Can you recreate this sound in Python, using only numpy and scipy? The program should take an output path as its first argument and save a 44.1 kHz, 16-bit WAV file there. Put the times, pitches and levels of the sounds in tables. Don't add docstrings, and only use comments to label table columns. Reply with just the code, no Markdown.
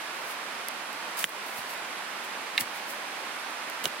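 import sys
import numpy as np
from scipy import signal
from scipy.fft import rfft, irfft, next_fast_len
from scipy.io import wavfile
from scipy.ndimage import uniform_filter1d, minimum_filter1d, map_coordinates

SR = 44100
rng = np.random.default_rng(int(sys.argv[2]) if len(sys.argv) > 2 else 0)


def log_audio(samples):
    frames = np.atleast_2d(samples).T
    limited = np.clip(frames, -1, 1)
    pcm = np.round(limited * 32767).astype(np.int16)
    wavfile.write(sys.argv[1], SR, pcm)


N = 176400
T = np.arange(N) / SR
SHARP_ATTACK_S = 0.000088
FIRST_STICK = [(1550, -1.5, 0.0036), (1950, -2.5, 0.0054), (3050, 2, 0.0027), (3530, -3.5, 0.0017),
               (11250, -8.5, 0.0022)]
SECOND_STICK = [(1570, -18, 0.035), (1800, -16, 0.054), (2000, -10, 0.036), (2150, -8.5, 0.036),
                (2407, -9, 0.041), (2800, -4.5, 0.031), (3500, -3, 0.0081), (3830, 1, 0.011),
                (4230, -5, 0.012), (4670, -13, .01), (5400, -11, 0.011)]
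THIRD_STICK = [(352, -22, .05), (497, -25, .025), (680, -22, 0.022), (1370, -13, 0.01), (2870, -8, 0.019),
               (3050, -3.5, 0.0094), (3840, -2, 0.0043), (4500, -18, 0.0044), (6020, -8.5, .005),
               (7700, -13, 0.0037), (11200, -9, 0.0035)]


def amp(db):
    return 10 ** (np.asarray(db) / 20)


def unit(x):
    return x / np.sqrt(np.mean(x ** 2) + 1e-20)


def along(points, hz):
    freqs, values = np.transpose(points)
    return np.interp(np.log(hz + 1), np.log(freqs + 1), values)


def sides(pan_db):
    return amp(np.array([[.5], [-.5]]) * pan_db)


def filtered(x, response):
    size = next_fast_len(N + SR // 2)
    return irfft(rfft(x, size) * response(np.fft.rfftfreq(size, 1 / SR)), size)[..., :N]


def coloured(x, spectrum):
    return unit(filtered(x, lambda hz: amp(along(spectrum, hz))))


def wobble(rate):
    return map_coordinates(rng.standard_normal(int(N * rate / SR) + 4), [T * rate])


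def decay(age, fade, attack):
    t = np.maximum(age, 0)
    return 1000 ** (-t / fade) * (1 - np.exp(-t / attack))


def swell(peak, rise, fall):
    return 10 ** -np.maximum((peak - T) / rise, (T - peak) / fall)


def water(level_db=-36, waver_db=0.17):
    # (frequency [Hz], level [dB])
    spectrum = [(25, -43), (55, -43), (85, -38), (113, -27.5), (161, -16), (250, -9.5), (350, -8.5),
                (410, -9.5), (560, -5), (930, -1), (1390, -2), (2330, -4.5), (3300, -9.5), (5000, -13.5),
                (6850, -19), (9000, -19), (11400, -22), (12600, -25), (15500, -31.5)]
    # (frequency [Hz], likeness [-1 to 1])
    likeness = [(60, .92), (160, 0.98), (270, 0.96), (450, 0.87), (740, 0.66), (1220, 0.29), (2010, 0.36),
                (3330, 0.26), (5500, -0.38), (9080, -0.14), (15000, 0.0059)]
    # (frequency [Hz], pan [dB])
    pan = [(60, -2), (130, 0.0), (290, -0.5), (640, -2.5), (1410, -5), (3100, -5.0), (6820, -3.5),
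           (15000, -2.0)]

    def shares(hz):
        width = np.arccos(np.clip(along(likeness, hz), -1, 1)) / 2
        return amp(along(spectrum, hz)) * [np.cos(width), np.sin(width)]

    mid, side = filtered(rng.standard_normal((2, N)), shares)
    rush = filtered(np.array([mid + side, mid - side]), lambda hz: sides(along(pan, hz)))
    return amp(level_db + waver_db * wobble(4.74)) * unit(rush)


def whistles(pitch_hz=11230, width_hz=110, length_s=0.1, edge_s=0.015):
    # (start [s], level [dB])
    notes = [(-0.03, -62), (0.81, -61.5), (1.935, -62), (2.89, -62), (3.335, -62)]
    tone = unit(filtered(rng.standard_normal(N), lambda hz: np.exp(-((hz - pitch_hz) / width_hz) ** 2)))
    level = sum(amp(db) * np.clip(np.minimum(T - s, s + length_s - T) / edge_s, 0, 1) for s, db in notes)
    return sides(pan_db=8) * level * tone


def stalks(spectrum, clicks_per_s, hiss):
    clicks = (rng.random(N) < clicks_per_s / SR) * rng.standard_normal((2, N))
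    return coloured(unit(clicks) + hiss * rng.standard_normal((2, N)), spectrum)


def swishes():
    # (peak time [s], level [dB], rise [s], fall [s], pan [dB])
    strokes = [(.16, -51, .04, .06, 2), (.31, -41.5, 0.099, .06, 5), (1.48, -45.5, .07, .12, -1),
               (1.585, -39.5, 0.063, 0.055, -1), (1.705, -41, 0.04, 0.047, 4), (1.735, -47, .02, .03, 3),
               (2.243, -44, .015, .04, 1), (2.77, -44, 0.074, .05, -1), (2.905, -39.5, 0.049, 0.065, -1)]
    # (frequency [Hz], level [dB])
    spectrum = [(1000, -29), (4000, -4), (7000, -5.5), (10500, 0), (13000, -1), (15500, -4)]
    level = sum(amp(db) * swell(s, rise, fall) * sides(pan) for s, db, rise, fall, pan in strokes)
    return level * stalks(spectrum, clicks_per_s=7000, hiss=1.4)


def snaps(fade_s=0.0077):
    # (time [s], level [dB], pan [dB])
    breaks = [(0.6851, -19.5, -5), (0.93, -31, -1), (1.293, -26, -5), (1.465, -34, -2), (1.7755, -37, -2.5),
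              (3.508, -34, -4), (3.699, -29, -5.5)]
    # (frequency [Hz], level [dB])
    spectrum = [(1000, -25), (3900, -14), (4750, 6.5), (5500, -5), (6800, -9), (8300, 1), (9600, -4.5),
                (11300, 3), (12400, -2), (13600, 2), (15500, -1)]
    level = sum(amp(db) * decay(T - s, fade_s, SHARP_ATTACK_S) * sides(pan) for s, db, pan in breaks)
    return level * coloured(rng.standard_normal((2, N)), spectrum)


def crunches():
    # (peak time [s], level [dB], rise [s], fall [s])
    presses = [(1.173, -39, .004, 0.02), (1.193, -28.5, 0.025, 0.029), (1.207, -34.5, .014, .028),
               (1.228, -33, .016, 0.025), (1.250, -26, 0.0074, 0.021), (1.275, -43, .03, .12),
               (2.599, -33.5, 0.026, 0.018), (2.6099, -20, 0.0076, 0.0046), (2.616, -34.5, 0.017, .04),
               (3.841, -27.5, .005, 0.025), (3.876, -41, 0.022, .025)]
    # (frequency [Hz], level [dB])
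    spectrum = [(300, -30), (1000, -5), (2600, -3.5), (5000, -3), (7000, -4.5), (9500, -1.5), (11400, -1),
                (13000, -3.5), (15500, -1)]
    level = sum(amp(db) * swell(s, rise, fall) for s, db, rise, fall in presses)
    return level * sides(pan_db=-0.5) * stalks(spectrum, clicks_per_s=4500, hiss=1.0)


def clacks(tail_fade_s=0.021):
    # (time [s], tones, ring [dB],
    # ring cutoff [Hz], crack [dB], crack fade [s], tail [dB], pan [dB])
    landings = [(1.2420, FIRST_STICK, 4, 16000, -1.5, 0.0037, -11, 0),
                (2.5779, SECOND_STICK, -12.5, 8000, -20, 0.0082, -5, -3),
                (2.5802, SECOND_STICK, -20, 3000, -32, 0.006, -7, -4),
                (2.5860, SECOND_STICK, -27, 3000, -33, 0.005, 0, -4),
                (2.5900, SECOND_STICK, -26, 2300, -38, 0.005, -13, -2),
                (2.5982, SECOND_STICK, -28, 3000, -38, 0.006, -12, -4),
                (2.6084, SECOND_STICK, -27, 2600, -31, 0.0066, -13, -3),
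                (3.8417, THIRD_STICK, -22, 4000, -33, 0.015, -10, -7),
                (3.8553, THIRD_STICK, -10.5, 15000, -12.5, 0.0046, -11, -8)]
    # (frequency [Hz], level [dB])
    spectrum = [(200, -7), (1000, -15), (2200, 3), (3000, 6.5), (5200, -7), (7000, 0), (9500, 1),
                (11300, -3), (13000, -2), (15500, -11)]
    out = np.zeros((2, N))
    noise = coloured(rng.standard_normal((2, N)), spectrum)
    t = T[:SR // 8]
    for s, tones, ring_db, top_hz, crack_db, crack_fade, tail_db, pan in landings:
        span = slice(round(s * SR), round(s * SR) + len(t))
        ring = np.zeros(len(t))
        for k, (hz, db, fade) in enumerate(tones):
            strength = amp(db) / np.sqrt(1 + (hz / top_hz) ** 8)
            ring += (-1) ** k * strength * np.sin(2 * np.pi * hz * t) * decay(t, fade, SHARP_ATTACK_S)
        crack = noise[:, span] * decay(t, crack_fade, SHARP_ATTACK_S)
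        clack = sides(pan) * (amp(ring_db) * ring + amp(crack_db) * crack)
        echoes = rng.standard_normal((2, len(t))) * decay(t, tail_fade_s, attack=0.003)
        echoes /= np.linalg.norm(echoes, axis=1, keepdims=True)
        tail = signal.fftconvolve(clack, echoes, axes=1)[:, :len(t)]
        out[:, span] += clack + amp(tail_db) * tail
    return out


def soil_bumps():
    # (time [s], level [dB], fade [s], low edge [Hz], high edge [Hz])
    bumps = [(1.243, -25.5, 0.055, 150, 600), (1.252, -41, .08, 78, 200), (1.585, -48, 0.11, 88, 320),
             (2.597, -33.5, 0.044, 150, 700), (2.611, -36, 0.064, 74, 430), (3.844, -28, 0.027, 200, 650),
             (3.8548, -28.5, 0.043, 180, 850), (3.862, -43.5, .10, 78, 230)]
    out = np.zeros(N)
    for s, db, fade, low_hz, top_hz in bumps:
        band = lambda hz: 1 / np.sqrt((1 + (low_hz / (hz + 1)) ** 8) * (1 + (hz / top_hz) ** 6))
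        rumble = unit(filtered(rng.standard_normal(N), band))
        push = decay(T - s, fade, attack=0.00077) * rumble
        out += amp(db) * filtered(push, band)
    return out


def scene(bass_cut_hz=220):
    wood_and_grass = clacks() + crunches() + swishes() + snaps()
    light = filtered(wood_and_grass, lambda hz: (1j * hz / (bass_cut_hz + 1j * hz)) ** 2)
    return light + soil_bumps() + water() + whistles()


def record(dry):
    ceiling, hold_s, release_s, top_hz = 0.57, 0.017, 0.043, 15900
    hold, ahead = int(hold_s * SR) + 1, SR // 500
    excess = np.log(np.maximum(np.abs(dry).max(axis=0) / ceiling, 1))
    held = -minimum_filter1d(-excess, hold, origin=(hold - 1) // 2)
    dip = np.exp(np.maximum.accumulate(np.log(held + 1e-12) + T / release_s) - T / release_s)
    gain = uniform_filter1d(minimum_filter1d(np.exp(-dip), 2 * ahead), ahead)
    return filtered(dry * gain, lambda hz: hz < top_hz)


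dry = scene()
out = record(dry)
log_audio(out)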